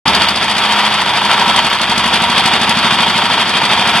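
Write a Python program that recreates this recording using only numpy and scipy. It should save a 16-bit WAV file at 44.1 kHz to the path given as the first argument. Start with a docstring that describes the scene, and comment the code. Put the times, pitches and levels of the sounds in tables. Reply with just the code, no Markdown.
"""A rattling, thumping single-cylinder diesel: a long-tail boat crosses a river past a moored barge.
Each firing is an exhaust thump and a sharp knock, then a valve clack and a hump of loose rattle.
The piston slaps the block once a revolution, the hull drones, and a low hum swells and fades.
The propeller churns the water underneath."""
import sys
import numpy as np
from scipy import signal
from scipy.fft import rfft, irfft
from scipy.io import wavfile

SR = 44100
rng = np.random.default_rng(int(sys.argv[2]) if len(sys.argv) > 2 else 0)


def int16_out(signal):
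    """Quantize to a 16-bit WAV file."""
    q = np.round(np.clip(np.atleast_2d(signal).T, -1, 1) * 32767)
    wavfile.write(sys.argv[1], SR, q.astype(np.int16))


N = 176400
TIME_S, BIN_HZ = np.arange(N) / SR, np.fft.rfftfreq(N, 1 / SR)

# engine speed (time [s], firing rate [Hz])
FIRING_RATE = [(0.0, 14.224), (0.55, 14.445), (0.8, 13.864), (1.1, 12.808), (1.6, 11.773), (2.15, 12.501),
               (2.85, 12.903), (4.0, 12.39)]
# combustion knock (place in cycle [0-1], rise [ms], decay [ms], level [dB])
KNOCK_BURST = [(.01, 1.5, 5.4, 0)]


def amp(db):
    """Decibels to gain."""
    return 10 ** (np.asarray(db) / 20)


def unit_rms(x):
    """Scales to rms 1."""
    return x / np.sqrt(np.mean(x ** 2) + 1e-20)


def curve(points):
    """Time table at every sample."""
    return np.interp(TIME_S, *np.transpose(points))


def at_bins(points, column=1):
    """One column of a frequency table at every bin."""
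    table = np.transpose(points)
    return np.interp(np.log(BIN_HZ + 1), np.log(table[0] + 1), table[column])


def colour(x, spectrum):
    """Minimum-phase filter with the given spectrum."""
    log_gain = np.log(amp(at_bins(spectrum)))
    phase = -signal.hilbert(np.r_[log_gain, log_gain[-2:0:-1]]).imag[:len(BIN_HZ)]
    return irfft(rfft(x) * np.exp(log_gain + 1j * phase), N)


def ring(x, hz, width_hz, stages=1):
    """Identical resonators in series, output at rms 1."""
    for _ in range(stages):
        x = unit_rms(signal.lfilter(*signal.iirpeak(hz, hz / width_hz, SR), x))
    return x


def ring_modes(drive, modes):
    """Resonators in parallel, output at rms 1."""
    return unit_rms(sum(amp(db) * ring(drive, hz, width_hz) for hz, width_hz, db in modes))


def cycles(first_firing_s=.079):
    """Engine cycles since the first firing, two revolutions each."""
    count = np.cumsum(curve(FIRING_RATE)) / SR
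    return count - np.interp(first_firing_s, TIME_S, count)


def bursts(rows, spread_db, bed_db=-60):
    """Envelope of crank-timed bursts of random strength over a steady bed."""
    power, rate_hz = amp(bed_db) ** 2, curve(FIRING_RATE)
    for place, rise_ms, decay_ms, db in rows:
        position = cycles() - place
        nearest = np.round(position).astype(int)
        offset_ms = (position - nearest) / rate_hz * 1000
        size = amp(db + spread_db * rng.standard_normal(80))[nearest]
        shape = np.exp(-np.maximum(-offset_ms / rise_ms, offset_ms / decay_ms))
        power = power + (size * shape) ** 2
    return np.sqrt(power)


def grains(per_s, spread_db):
    """Dense tiny impacts of uneven size, in two uncorrelated rows."""
    size = amp(spread_db * np.minimum(rng.exponential(1, N), 4))
    hits = rng.random(N) < per_s / SR
    return unit_rms(size * hits * rng.standard_normal((2, N)))


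def water():
    """Wash and spray from the propeller."""
    # wash (frequency [Hz], level [dB])
    spectrum = [(20, -44), (60, -14), (150, 2), (500, -7.5), (2000, -7), (6000, -23.5), (12000, -41),
                (15000, -60)]
    return amp(-29) * unit_rms(colour(grains(per_s=4000, spread_db=1.5), spectrum))


def hum(pitch_hz=207.5, waver=.0078, octave_db=-12):
    """A low, slightly wavering tone swells and fades."""
    # swell (time [s], level [dB])
    level = [(0, -43), (.45, -35), (.7, -28), (.87, -27), (1.05, -37.5), (1.4, -33.5), (1.75, -38),
             (4, -58)]
    drift = unit_rms(irfft(rfft(rng.standard_normal(N)) * (BIN_HZ < 8), N))
    phase = 2 * np.pi * np.cumsum(pitch_hz * (1 + waver * drift)) / SR
    return amp(curve(level)) * unit_rms(np.sin(phase) + amp(octave_db) * np.sin(2 * phase))


def hull():
    """The engine shakes hull and pipe into a low drone, with the same shake each cycle."""
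    # hull and pipe modes (frequency [Hz], half-width per stage [Hz], level [dB])
    modes = [(84.2, 7.3, -43.5), (137, 55, -36.5), (204.3, 26, -35.5), (374, 32, -38)]
    # drone (time [s], level [dB])
    level = [(0, 9.5), (.45, -2), (.8, -6), (1.1, 0.5), (1.4, 4.5), (1.75, -12), (2.5, 0.5), (4, 4)]
    firings = np.diff(np.floor(cycles()), prepend=-2) > 0
    shake = unit_rms(signal.fftconvolve(firings, rng.standard_normal(3500))[:N])
    drone = sum(amp(db) * ring(shake, hz, 2 * half_hz, stages=2) for hz, half_hz, db in modes)
    return amp(curve(level)) * drone


def add(mix, start_s, sound):
    """Mixes a sound in at start_s."""
    part = mix[round(start_s * SR):][:len(sound)]
    part += sound[:len(part)]


def ticks():
    """Now and then a loose metal part strikes on its own, and one firing knocks extra hard."""
    # one hard knock, then stray hits (time [s], level [dB], decay [ms])
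    hits = [(.286, 0, 5), (1.701, 0, 1), (1.787, -4, 1)]
    # tick colour (frequency [Hz], gain [dB])
    spectrum = [(200, -8), (1000, -5), (3000, 3), (4600, 6), (6000, -14), (10000, -19), (15000, -21)]
    out, age_ms = np.zeros(N), np.arange(SR // 20) / SR * 1000
    for start_s, db, decay_ms in hits:
        add(out, start_s, amp(db) * np.exp(-age_ms / decay_ms) * rng.standard_normal(len(age_ms)))
    return colour(out, spectrum)


def ping():
    """The knock rings a small metal part, mostly at the start."""
    # ping (time [s], level [dB])
    level = [(0, -19), (.3, -27), (.45, -32), (1, -44), (4, -44)]
    drive = rng.standard_normal((2, N)) * bursts(KNOCK_BURST, spread_db=2)
    return amp(curve(level)) * ring(drive, hz=4740, width_hz=560, stages=2)


def piston_slaps():
    """Piston slap rings the block twice a cycle."""
    # slaps (place in cycle [0-1], rise [ms], decay [ms], level [dB])
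    slaps = [(.26, 1.4, 2.4, -0.081), (.77, 1.5, 3.7, -0.018)]
    # block modes (frequency [Hz], width [Hz], level [dB])
    modes = [(810, 60, -13), (943.3, 45, 2.5), (1128, 85, -4.5), (1323, 23, -4)]
    # slap strength (time [s], level [dB])
    level = [(0, 6.5), (.4, -5.5), (.75, 4.5), (1.0, -0.5), (1.55, 5.5), (1.8, -3.5), (2.1, 2), (2.4, 0),
             (3.2, 2.5), (3.5, -1), (4, 5)]
    drive = rng.standard_normal((2, N)) * bursts(slaps, spread_db=1, bed_db=-8.5)
    return amp(-22 + curve(level)) * ring_modes(drive, modes)


def piston_strikes(pitch_hz=955, width_hz=90, scatter=.015):
    """The hard first contact of each slap: a short ring, never quite the same pitch."""
    # contacts (place in cycle [0-1], level [dB])
    contacts = [(.255, 9.5), (.765, 4.5)]
    # strike strength (time [s], level [dB])
    level = [(0, -16), (.4, -9), (.75, 0.5), (1.0, -4.5), (1.55, 6), (1.8, 0), (2.1, 3.5), (2.4, -1.5),
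             (3.2, -4.5), (4, -2.5)]
    out, age_s = np.zeros(N), np.arange(SR // 20) / SR
    damping = np.pi * width_hz * age_s
    envelope = damping * np.exp(-damping)
    for place, db in contacts:
        for sample in np.flatnonzero(np.diff(np.floor(cycles() - place))):
            size, detune = np.clip(rng.standard_normal(2), -2, 2)
            tone = np.sin(2 * np.pi * pitch_hz * (1 + scatter * detune) * age_s)
            add(out, sample / SR, amp(db + .88 * size) * envelope * tone)
    return amp(-24.5 + curve(level)) * unit_rms(out)


def knocks_and_clacks():
    """Combustion knocks at each firing; the valve gear clacks just after."""
    # knock hardness (time [s], level [dB])
    knock_level = [(0, 3.5), (.28, -2.5), (.5, -8), (1.0, -26), (1.4, -5), (1.55, 2), (1.75, -5),
                   (1.9, 3.5), (2.25, 0), (2.65, 5), (2.9, -8), (3.4, -11), (4, -6)]
    # valve clacks (place in cycle [0-1], rise [ms], decay [ms], level [dB])
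    clacks = [(.04, 5.7, 24, 3), (.22, 1.5, 10, 10), (.68, .4, 1.5, -25)]
    # bright metal (frequency [Hz], level [dB])
    metal = [(300, -34), (1000, -16), (3000, -1.5), (4000, 0.5), (4550, 3.5), (5200, -4.5), (6000, -7),
             (7300, -11), (10000, -9), (12000, -24.5), (15000, -41)]
    knock = rng.standard_normal((2, N)) * bursts(KNOCK_BURST, spread_db=2.5) * amp(curve(knock_level))
    clack = rng.standard_normal((2, N)) * bursts(clacks, spread_db=1.6, bed_db=-18)
    return amp(-28.5) * unit_rms(colour(knock, metal)) + amp(-27) * unit_rms(colour(clack, metal))


def exhaust(lead_s=.003):
    """One pressure pulse per firing, a second pulse 17 ms later from the valve, echoed by hull and barge."""
    # firing strength (time [s], level [dB])
    load = [(0, 6.5), (.28, -5), (.56, -5), (.75, -19), (1.0, -31), (1.39, -7), (1.48, 1), (1.64, 0),
            (1.73, -7), (1.9, 2), (2.2, 1.5), (2.7, 3.5), (3.1, 1), (3.45, -3), (4, 2.5)]
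    # exhaust pulse (frequency [Hz], level [dB])
    spectrum = [(25, -50), (50, -34), (72, -2.5), (100, -10.5), (140, -7.5), (180, -1.5), (220, 5.5),
                (290, -12), (400, -12.5), (520, -28), (900, -25), (3000, -65)]
    # hull and barge reflections, and the second valve pulse at 17 ms (delay [s], gain [linear])
    repeats = [(.0085, 0.049), (0.0169, 0.42), (0.043, 0.38), (0.061, -0.32)]
    firings = np.diff(np.floor(cycles() + lead_s * curve(FIRING_RATE)), prepend=-2)
    thump = colour(firings * amp(curve(load)), spectrum)
    echoes = sum(gain * np.interp(TIME_S - delay_s, TIME_S, thump) for delay_s, gain in repeats)
    return amp(-27) * unit_rms(thump + echoes)


def rattle():
    """Loose metal chatters most in the half cycle after each firing and rings the covers."""
    # rattle bursts (place in cycle [0-1], rise [ms], decay [ms], level [dB])
    shakes = [(0.01, 22, 14.7, 0), (.22, 11.3, 13, 0), (.35, 2.6, 13, -0.5), (.8, 5.9, 5.8, -1)]
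    # chatter colour (frequency [Hz], level [dB])
    spectrum = [(100, -38), (300, -10.5), (480, -12), (700, -2), (850, 0), (1250, -2), (1700, -3.5),
                (2600, -2.5), (3300, 1), (3700, -3), (4050, -12), (4450, -5), (5100, -13.5), (6000, -21),
                (7300, -26.5), (10000, -25.5), (12000, -34), (15000, -72)]
    # chatter strength (time [s], level [dB])
    chatter_level = [(0, 0.5), (.26, 1.5), (.33, -3), (.6, 0), (.85, 1.5), (1.05, -1.5), (1.3, 0.5),
                     (1.6, 1.5), (1.78, -2), (2.0, 0), (2.45, 1), (2.7, 1), (3.4, 0), (4, 1.5)]
    # sheet-metal cover modes (frequency [Hz], width [Hz], level [dB])
    cover_modes = [(2387, 34, -1.5), (2900, 42, -12), (3160, 47, 6), (3270, 34, -5), (3470, 74, -0.5),
                   (4480, 41, -8)]
    # cover ringing (time [s], level [dB])
    cover_level = [(0, -2), (1, -9), (1.4, -1), (1.8, -1.5), (3.0, 2), (3.8, 4), (4, -10)]
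    drive = grains(per_s=14000, spread_db=.57) * bursts(shakes, spread_db=2.57, bed_db=-4)
    chatter = amp(-13 + curve(chatter_level)) * unit_rms(colour(drive, spectrum))
    covers = amp(-27.5 + curve(cover_level)) * ring_modes(drive, cover_modes)
    return chatter + covers


def microphones(pair):
    """A sound (row 0) and its diffuse twin (row 1) become left and right."""
    # microphone pair (frequency [Hz], left minus right [dB], left lead [rad], coherence [0-1])
    response = [(100, -.3, 0, .999), (700, -.3, .17, .997), (2100, .5, .25, .96), (2600, 1, .7, .95),
                (3100, 3, .3, .93), (3300, 0, -.2, .95), (3500, -4, -.1, .92), (3720, -11, .9, .9),
                (4050, 2, 2.4, .9), (4400, 4, 1.4, .88), (5100, 2, 1.4, .82), (6000, 12, 1.7, .65),
                (7300, 17, 1.1, .35), (10000, 15, -1.3, .5), (12000, 5, -1.9, .2), (15000, 1, -1, .2)]
    direct, diffuse = rfft(pair)
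    balance = amp(at_bins(response))
    half_lead = np.exp(.5j * at_bins(response, column=2))
    coherence = at_bins(response, column=3)
    left = direct * balance * half_lead
    right = (coherence * direct + np.sqrt(1 - coherence ** 2) * diffuse) / half_lead
    return irfft(np.array([left, right]) * np.sqrt(2 / (1 + balance ** 2)), N)


def scene():
    """Metal and water spread in stereo; exhaust, hull and hum centred."""
    spread = rattle() + knocks_and_clacks() + piston_slaps() + ping() + water()
    spread[0] += piston_strikes() + ticks()
    return microphones(spread) + exhaust() + hull() + hum()


def record(dry, start_s=.054, fade_s=.005, ceiling=1.1, knee=3.1, cutoff_hz=15200):
    """Fade-in after a brief silence, soft clip, low-pass."""
    faded = dry * np.clip((TIME_S - start_s) / fade_s, 0, 1)
    rounded = faded / (1 + abs(faded / ceiling) ** knee) ** (1 / knee)
    lowpass = signal.firwin(255, cutoff_hz, window=("kaiser", 8), fs=SR)
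    return signal.oaconvolve(rounded, lowpass[None], "same")


dry = scene()
out = record(dry)
int16_out(out)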